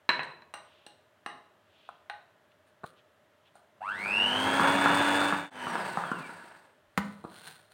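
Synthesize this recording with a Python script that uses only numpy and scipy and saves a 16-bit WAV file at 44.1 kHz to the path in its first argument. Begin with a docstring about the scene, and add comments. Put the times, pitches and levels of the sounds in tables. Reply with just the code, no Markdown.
"""A small kitchen: flour is spooned from a dish into a glass bowl of batter and stirred in.
Dish and spoon clink and ring, the flour swishes, the batter squelches. An electric hand mixer runs up:
its gears rattle, its rotor slots whine, its beaters strike the glass. The sound fades out and back in.
The motor is switched off and coasts down, the mixer bumps the bowl, the beaters pull out of the batter."""
import sys
import numpy as np
from scipy import signal
from scipy.fft import rfft, irfft
from scipy.io import wavfile

SR = 44100
rng = np.random.default_rng(int(sys.argv[2]) if len(sys.argv) > 2 else 0)


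def master_out(mix):
    """Clip the mix to full scale and print it as 16-bit PCM to the path in sys.argv[1]."""
    frames = np.transpose(np.atleast_2d(mix))
    ceiling = np.clip(frames, -1, 1)
    pcm = np.round(ceiling * 32767).astype(np.int16)
    wavfile.write(sys.argv[1], SR, pcm)


N = 340893
TIME = np.arange(N) / SR

POWER_ON_S, POWER_OFF_S = 3.8, 5.69
FADE_AT_S, FADE_SLOPE_S = 5.503, .29
TOP_SPEED_HZ, SURGE_HZ = 290.3, 99.5   # rotor turns, mains half waves
GEAR_DB, GEAR_DB_PER_OCTAVE = -27.5, 10

# Batter load on the beaters. Each row: time in seconds, gain in dB.
BATTER_LOAD = [(3.82, -11), (3.95, -9), (4.12, -5.5), (4.64, 1), (5.2, 0), (5.62, -3), (6.13, -4),
               (6.5, 0.5)]


def mixer(speed_hz, room):
    """Rotor speed sets the rotor tones; speed and load set the level of rattle, hum and fan hiss."""
    # Each row: multiple of the turn rate, level in dB against the rattle at full speed.
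    rotor_orders = [(2, -14.5), (3, -11.5), (4, -14.5), (5, -14), (6, -19.5), (7, -36), (8, -18), (9, -20),
                    (10, -19.5), (13, -42.5)]
    # Each row: frequency in Hz, relative level in dB.
    fan_spectrum = [(2650, -15), (4500, -1), (5400, -9.5), (6500, -11.5), (7650, -9), (8320, -0.5),
                    (8960, -3), (9740, -11.5), (12000, -20.5), (15800, -15)]
    # Each row: frequency in Hz, level in dB at half speed.
    stator_tones = [(100, -62.5), (200, -58.5)]
    angle_rad = 2 * np.pi * np.cumsum(speed_hz) / SR + 0.016 * drift(21)
    powered = during(POWER_ON_S, POWER_OFF_S)
    speed_share = speed_hz / speed_hz.max()
    gear_gain = from_db(driven_db(speed_hz, GEAR_DB, GEAR_DB_PER_OCTAVE))
    gears = gear_gain * gear_rattle(angle_rad, mesh_depth=0.11, rough_db=1.5, ring_db=4.0)
    rotor = sum(from_db(db + 2.3 * drift(6)) * np.sqrt(2) * np.sin(k * angle_rad + 0.62 * drift(6.6))
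                for k, db in rotor_orders)
    rotor *= gear_gain * speed_share ** 2   # unbalance
    rotor *= 1 + 0.92 * powered * np.cos(2 * np.pi * SURGE_HZ * TIME)   # torque surges with the mains
    hum = from_db(driven_db(speed_hz, top_db=-30, db_per_octave=28)) * np.sin(angle_rad)
    fan_db = driven_db(speed_hz, top_db=-44, db_per_octave=9) + 2.0 * drift(60)
    fan = from_db(fan_db) * noise(fan_spectrum)
    stator = sum(from_db(db + 25 * (speed_share - 0.5) + 5.1 * drift(14)) * np.sin(2 * np.pi * hz * TIME)
                 for hz, db in stator_tones)
    whine = motor_whine(speed_hz, angle_rad, powered, room)
    return (gears + rotor + hum + whine + fan + powered * stator) * during(POWER_ON_S, 6.9)


def motor_speed_hz():
    """Run-up; after the fade a slower, slightly sagging run; then coasting against drag and friction."""
    kick_hz, run_up_s = 43, .284
    switch_off_hz, sag_hz_per_s = 244, 85
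    drag_s, friction_hz_per_s = 1.2, 126
    since_on_s, since_off_s = np.maximum(TIME - POWER_ON_S, 0), TIME - POWER_OFF_S
    run_up = TOP_SPEED_HZ - (TOP_SPEED_HZ - kick_hz) * np.exp(-since_on_s / run_up_s)
    slower_run = switch_off_hz - sag_hz_per_s * since_off_s
    brake_hz = friction_hz_per_s * drag_s
    coast = (switch_off_hz + brake_hz) * np.exp(-since_off_s / drag_s) - brake_hz
    return np.maximum(np.select([TIME < FADE_AT_S, since_off_s < 0], [run_up, slower_run], coast), 1)


def driven_db(speed_hz, top_db, db_per_octave):
    """A mixer layer grows louder with speed and load."""
    return top_db + db_per_octave * np.log2(speed_hz / TOP_SPEED_HZ) + in_time(BATTER_LOAD)


def gear_rattle(angle_rad, mesh_depth, rough_db, ring_db):
    """Gear teeth clatter unevenly, swelling once a turn, and ring the shell."""
    # Each row: frequency in Hz, relative level in dB.
    gear_spectrum = [(35, -69), (60, -50.5), (97, -18), (250, -8), (286, -12), (321, -4.5), (519, -8),
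                     (561, -4.5), (874, -3), (1680, -8), (1890, -9), (3120, -18), (3430, -18),
                     (3930, -19.5), (6000, -52.5), (7800, -64.5), (13200, -120)]
    # Each row: frequency in Hz, width in Hz, gain in dB.
    shell_modes = [(167.7, 33.5, -8), (909, 63, -5), (947, 11, 4), (1500, 38, 2), (1660, 89, 3),
                   (2670, 190, -5.5)]
    teeth = rng.standard_normal(N) * (1 + mesh_depth * np.cos(angle_rad)) * from_db(rough_db * drift(70))
    clatter = colour(teeth, gear_spectrum)
    shell = sum(from_db(db) * resonance(clatter, hz, width) for hz, width, db in shell_modes)
    return unit_rms(clatter + from_db(ring_db) * shell)


def motor_whine(speed_hz, angle_rad, powered, room):
    """Twelve rotor slots pass the poles; their tone sweeps the housing modes. Brushes and room add in."""
    # Each row: frequency in Hz, width in Hz, gain in dB.
    housing_modes = [(950, 270, -41.5), (1523, 320, -29), (2856, 266, -14), (3506, 250, -23.5)]
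    inrush_end_hz, no_load_hz, slower_whine_db = 275, 334.4, -11.5
    slot_rad = 12 * angle_rad
    # Starting current adds overtones and sparks, which ring the casing.
    inrush = powered * np.clip(1 - speed_hz / inrush_end_hz, 0, 1)
    overtones = sum(surging_tone(k * slot_rad, wobble_rad=.5) * (2 / k) ** 4 for k in range(2, 6))
    sparks = from_db(16.5) * rng.standard_normal(N)
    casing = resonance(from_db(14) * overtones + sparks, hz=2690, width_hz=64)
    current = powered * np.clip(1 - speed_hz / no_load_hz, 0, 1)
    pull = current * from_db(slower_whine_db * (TIME > FADE_AT_S)) * surging_tone(slot_rad, wobble_rad=.2)
    whine = sum(from_db(db) * resonance(pull, hz, width) for hz, width, db in housing_modes)
    whine += from_db(-50.5) * inrush * (overtones + casing)
    whine += brushes(speed_hz, angle_rad, powered)
    return from_db(-1) * whine + from_db(-9) * signal.fftconvolve(whine, room)[:N]


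def brushes(speed_hz, angle_rad, powered):
    """Worn brushes buzz under power; coasting, they give one uneven tone of the commutator bars."""
    # Each row: multiple of the turn rate, relative level in dB.
    brush_orders = [(21, -5), (23, -1), (24, -3), (25, -5)]
    # Each row: frequency in Hz, gain in dB.
    shell_radiation = [(900, -76), (1500, -56), (2500, -54), (3300, -56), (4000, -63), (5200, -60),
                       (6900, -57)]
    bars = 24
    buzz = sum(from_db(db) * surging_tone(k * angle_rad, wobble_rad=.2) for k, db in brush_orders)
    buzz *= (speed_hz / speed_hz.max()) ** 2
    coasting = from_db(1 + 5 * drift(14)) * np.sin(bars * angle_rad + .25 * drift(90))
    return from_db(at_hz(shell_radiation, bars * speed_hz)) * (powered * buzz + (1 - powered) * coasting)


def surging_tone(phase_rad, wobble_rad):
    """The pull surges with each mains half wave, splitting a motor tone into a cluster of lines."""
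    # Each row: offset in multiples of the surge rate, relative level in dB.
    sidebands = [(-1, -9), (0, 0), (1, 0), (2, -10)]
    surge_rad = 2 * np.pi * SURGE_HZ * TIME
    phase_rad = phase_rad + wobble_rad * drift(40)
    return unit_rms(sum(from_db(db) * np.sin(phase_rad + step * surge_rad) for step, db in sidebands))


def beaters(speed_hz, room):
    """Wires strike the glass; random light grazes come oftener and harder with speed and load."""
    # Each row: start in seconds, relative level in dB.
    hard_strikes = [(4.597, -19.5), (4.615, -21.5), (4.859, -16.5), (5.214, -18.5), (5.325, -16.5),
                    (5.669, -20.5), (5.755, -23), (5.973, -21), (6.038, -29.5), (6.116, -22.5)]
    # Each row: frequency in Hz, relative level in dB.
    spectrum = [(50, -35.5), (110, -2), (165, 11), (250, 4), (500, 2.5), (900, 4.5), (1400, 12), (1800, -4),
                (2800, -50.5), (4200, -30.5), (6800, -30.5), (8600, -39), (11000, -66.5), (15000, -43)]
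    # Wires and full bowl. Each row: frequency in Hz, relative level in dB, T60 in seconds.
    modes = [(169, -13, 0.14), (1030, -2.5, 0.072), (1407, 4, 0.035)]
    grazes_per_s, room_db = 9, -5
    running = (TIME > POWER_ON_S) * (speed_hz > 1)
    effort = np.sqrt(speed_hz / TOP_SPEED_HZ) * from_db(in_time(BATTER_LOAD)) ** 2 * running
    graze_db = driven_db(speed_hz, GEAR_DB, GEAR_DB_PER_OCTAVE) + rng.normal(3, 3, N)
    grazes = [(TIME[i], graze_db[i]) for i in np.flatnonzero(rng.random(N) < grazes_per_s * effort / SR)]
    hits = [(s, db, 0, 0, room_db) for s, db in [*hard_strikes, *grazes]]
    return blows(hits, spectrum, room, gain_db=16.5, chatter_s=.003, chatter_db=0.5,
                 modes=modes, ring_db=-24)


def dish_clanks(room):
    """The dish hits the bowl's rim and rings."""
    # Each row: start in seconds, then relative level, bass, treble and room send in dB.
    hits = [(0.0915, -10, 2, -4, -6), (0.1935, -22.5, 3, -27, -5), (0.232, -40, -4, 18, -6),
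            (0.421, -48, -11, 0, -15)]
    # Each row: frequency in Hz, relative level in dB.
    spectrum = [(47, -38), (80, -26), (154, -5), (229, -16.5), (347, -12.5), (413, -13), (1110, 2.5),
                (1290, -8.5), (1640, 5), (2380, -7.5), (2600, -4.5), (3610, -19.5), (4030, -2), (4500, -27),
                (15000, -56)]
    # Each row: frequency in Hz, relative level in dB, T60 in seconds.
    rim_modes = [(157, -9, 0.15), (959, -17, 0.48), (1600, -15, .4), (1914, -6.5, 0.41),
                 (2530, -15.5, 0.89), (4030, -4, 0.51), (4005, 11.5, 0.038), (8520, -14.5, 0.094)]
    return blows(hits, spectrum, room, gain_db=13.5, chatter_s=0.012, chatter_db=3.0,
                 modes=rim_modes, ring_db=-36)


def mixer_bump(room):
    """The mixer bumps the bowl, which rings low."""
    # Each row: start in seconds, then relative level, bass, treble and room send in dB.
    hits = [(6.976, -15.5, -1, 0, -10.5)]
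    # Each row: frequency in Hz, relative level in dB.
    spectrum = [(35, -69), (60, -19), (184, -8), (478, -14), (537, -11.5), (711, -21), (962, -7),
                (1060, -9), (2030, -17.5), (2280, -23), (5400, -34.5), (8620, -38), (15800, -45)]
    # Each row: frequency in Hz, relative level in dB, T60 in seconds.
    bowl_modes = [(164.4, -3, 0.39), (175, -1.5, 0.75), (205, 3.5, 0.47), (960, -24, 0.14),
                  (1500, -22, .35)]
    return blows(hits, spectrum, room, gain_db=12.5, chatter_s=0.0066, chatter_db=7.5,
                 modes=bowl_modes, ring_db=-30)


def spoon_taps(room):
    """The spoon taps the dish and rings briefly."""
    # Each row: start in seconds, then relative level, bass, treble and room send in dB.
    hits = [(0.539, -36.5, 4.5, -5, -4), (0.865, -43, 10.5, -2.5, -5.5), (1.262, -33.5, 3, -14, -3.5),
            (2.098, -32, -18, -27, -7.5)]
    # Each row: frequency in Hz, relative level in dB.
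    spectrum = [(60, -66), (150, -22.5), (270, -21), (780, -7), (1630, -7.5), (2400, -17.5), (3320, -18.5),
                (4090, -12), (4940, -25), (5850, -16), (6910, -37.5), (8700, -7.5), (11000, -41),
                (15000, -35)]
    # Each row: frequency in Hz, relative level in dB, T60 in seconds.
    spoon_modes = [(825, 9, 0.23), (1546, -2.5, 0.062), (2830, 12, 0.06), (4030, 1, .2), (6080, -20, 0.25),
                   (8560, -22, .25)]
    return blows(hits, spectrum, room, gain_db=15.5, chatter_s=0.0037, chatter_db=8.0,
                 modes=spoon_modes, ring_db=-37.5)


def bowl_knocks(room):
    """Dull knocks on the bowl, without ring."""
    # Each row: start in seconds, then relative level, bass, treble and room send in dB.
    hits = [(1.890, -34.5, -30, -10, -12), (2.835, -42.5, -1.5, -12, -6), (2.840, -27.5, -6, -15, -33),
            (3.555, -46, -21, 4.5, -3.5), (7.241, -38, 0, -4, -1.5), (7.249, -38, 3, -37, -13)]
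    # Each row: frequency in Hz, relative level in dB.
    spectrum = [(35, -18), (60, -11), (149, 0), (1430, -3.5), (1600, -15), (2180, -31), (2490, -27),
                (3240, -39), (4050, -21.5), (5050, -49.5), (6890, -36), (9000, -24.5), (12000, -61),
                (15600, -59), (22000, -120)]
    return blows(hits, spectrum, room, gain_db=17.5, chatter_s=0.0041, chatter_db=0.5)


def blows(hits, spectrum, room, gain_db, chatter_s, chatter_db, modes=(), ring_db=0):
    """Each blow is a click with brief chatter; it excites the modes and the room."""
    out, t = np.zeros(N + SR), TIME[:SR]
    for start_s, level_db, bass_db, treble_db, room_db in hits:
        chatter = unit_rms(rng.standard_normal(SR) * np.exp(-t / chatter_s))
        contact = chatter * from_db(chatter_db) / np.sqrt(SR)
        contact[0] += 1   # the click
        hit = colour(contact, spectrum)
        for hz, mode_db, t60_s in modes:
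            # A round dish has close mode pairs, which beat.
            pair = sum(share * np.sin(2 * np.pi * hz * rng.normal(1, .005) * t) for share in (.7, .4))
            decay = from_db(ring_db + mode_db + rng.normal(0, 2) - 60 * t / t60_s)
            hit += decay * pair * rng.choice([-1, 1])
        hit += from_db(room_db) * signal.fftconvolve(hit, room)[:SR]
        # Where and how hard it lands tips bass against treble.
        hit = colour(hit, [(300, bass_db), (700, 0), (3000, 0), (7000, treble_db)])
        hit *= np.sqrt(.25 + .75 * from_db(2 * treble_db))
        start = int(start_s * SR)
        out[start:start + SR] += from_db(level_db + gain_db) * hit
    return out[:N]


def batter(gain_db=4.5, bursts_per_s=2500, spread_db=2.5, ring_db=2, attack_share=0.37):
    """Spatula and rising beaters tear the batter: films and bubbles burst, the wet wires ring along."""
    # Each row: peak time in seconds, relative level in dB, release in seconds.
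    squelches = [(2.674, -72, 0.023), (2.863, -59, 0.028), (3.56, -72, 0.037), (7.05, -62.5, 0.12),
                 (7.359, -56, 0.11), (7.476, -51, 0.056), (7.72, -64.5, 0.022)]
    # Each row: frequency in Hz, relative level in dB.
    spectrum = [(88, -37), (150, 5), (340, -25), (464, -2), (587, -46), (686, -2.5), (1280, -7.5),
                (1440, -2), (2250, -9), (4120, -5.5), (5200, -18), (7390, -18.5), (9340, -7.5),
                (10700, -25.5), (15800, -18)]
    # Each row: frequency in Hz, width in Hz.
    wire_modes = [(1500, 150), (4200, 72), (9400, 57)]
    bursts = (rng.random(N) < bursts_per_s / SR) * rng.standard_normal(N)
    tearing = colour(bursts * from_db(spread_db * rng.standard_normal(N)), spectrum)
    wires = from_db(ring_db) * sum(resonance(tearing, hz, width) for hz, width in wire_modes)
    swell = sum(from_db(db) * np.exp(-np.maximum(TIME - s, (s - TIME) / attack_share) / release_s)
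                for s, db, release_s in squelches)
    return from_db(gain_db) * swell * unit_rms(tearing + wires)


def flour():
    """Dry flour slides in short, soft swishes."""
    # Each row: peak time in seconds, length in seconds, level in dB.
    swishes = [(0.765, 0.2, -67), (1.847, 0.21, -65.5), (2.52, 0.011, -68.5), (2.99, 0.035, -66),
               (3.47, 0.034, -67.5)]
    swell = sum(from_db(db) * np.exp(-2 * ((TIME - s) / length_s) ** 2) for s, length_s, db in swishes)
    return swell * unit_rms(band(rng.standard_normal(N), hz=(2460, 3640), kind="band"))


def kitchen_tail():
    """Unit-energy room response: dense echoes that die sooner in the treble."""
    # Each row: frequency in Hz, T60 in seconds.
    decay_times = [(150, 0.71), (600, 0.66), (2000, 0.47), (4000, 0.46), (9000, 0.37), (15000, 0.083)]
    t, edges_hz = TIME[:SR], np.geomspace(60, 17000, 10)
    tail = np.zeros(SR)
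    for band_hz in zip(edges_hz, edges_hz[1:]):
        t60_s = at_hz(decay_times, np.sqrt(np.prod(band_hz)))
        tail += band(rng.standard_normal(SR), band_hz, "band") * from_db(-60 * t / t60_s)
    tail *= np.minimum(t / 0.002, 1)
    return tail / np.linalg.norm(tail)


def room_tone(level_db=-66):
    """Faint, steady background noise."""
    # Each row: frequency in Hz, relative level in dB.
    spectrum = [(24, -62.5), (40, -52), (91, -9), (130, -18), (219, -17), (261, -19), (431, -15.5),
                (513, -20), (611, -6.5), (693, -18), (1750, -19.5), (2360, -27.5), (3110, -26.5),
                (4760, -37), (15800, -44.5)]
    return from_db(level_db) * noise(spectrum)


def from_db(db):
    return 10 ** (np.asarray(db) / 20)


def unit_rms(x):
    return x / np.sqrt(np.mean(x ** 2) + 1e-20)


def in_time(points):
    return np.interp(TIME, *np.transpose(points))


def during(start_s, end_s, edge_s=.015):
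    return np.clip(np.minimum(TIME - start_s, end_s - TIME) / edge_s, 0, 1)


def at_hz(points, hz):
    knots_hz, values = np.transpose(points)
    return np.interp(np.log(np.maximum(hz, 1)), np.log(knots_hz), values)


def band(x, hz, kind):
    return signal.sosfilt(signal.butter(2, hz, kind, fs=SR, output="sos"), x)


def drift(rate_hz):
    """Random wander with a spread near 1."""
    knots = rng.standard_normal(N // 20)
    return np.interp(TIME * 2 * rate_hz, np.arange(len(knots)), knots)


def colour(x, spectrum, size=8192):
    """Minimum-phase filter of unit energy."""
    bins_hz = np.arange(size // 2 + 1) * SR / size
    cepstrum = irfft(np.log(from_db(at_hz(spectrum, bins_hz))))
    response = irfft(np.exp(rfft(2 * cepstrum[:size // 2], size)))
    return signal.fftconvolve(x, response / np.linalg.norm(response))[:len(x)]


def noise(spectrum):
    return colour(rng.standard_normal(N), spectrum)


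def resonance(x, hz, width_hz):
    radius = np.exp(-np.pi * width_hz / SR)
    feedback = [1, -2 * radius * np.cos(2 * np.pi * hz / SR), radius ** 2]
    return signal.lfilter(np.array([1, 0, -1]) * (1 - radius ** 2) / 2, feedback, x)


def scene():
    """Dish, spoon, bowl, batter and mixer in one kitchen; mono."""
    room, speed_hz = kitchen_tail(), motor_speed_hz()
    impacts = dish_clanks(room) + spoon_taps(room) + bowl_knocks(room) + mixer_bump(room)
    soft_layers = batter() + flour() + room_tone()
    return (mixer(speed_hz, room) + beaters(speed_hz, room) + impacts + soft_layers)[None]


def record(dry, low_cut_hz=55, high_cut_hz=15900):
    """Microphone bass roll-off, a brief fade out and in, then a steep high cut."""
    fade = np.minimum(np.abs(TIME - FADE_AT_S) / FADE_SLOPE_S, 1)
    high_cut = signal.ellip(12, .1, 80, high_cut_hz, fs=SR, output="sos")
    return signal.sosfilt(high_cut, band(dry, low_cut_hz, "high") * fade)


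dry = scene()
out = record(dry)
master_out(out)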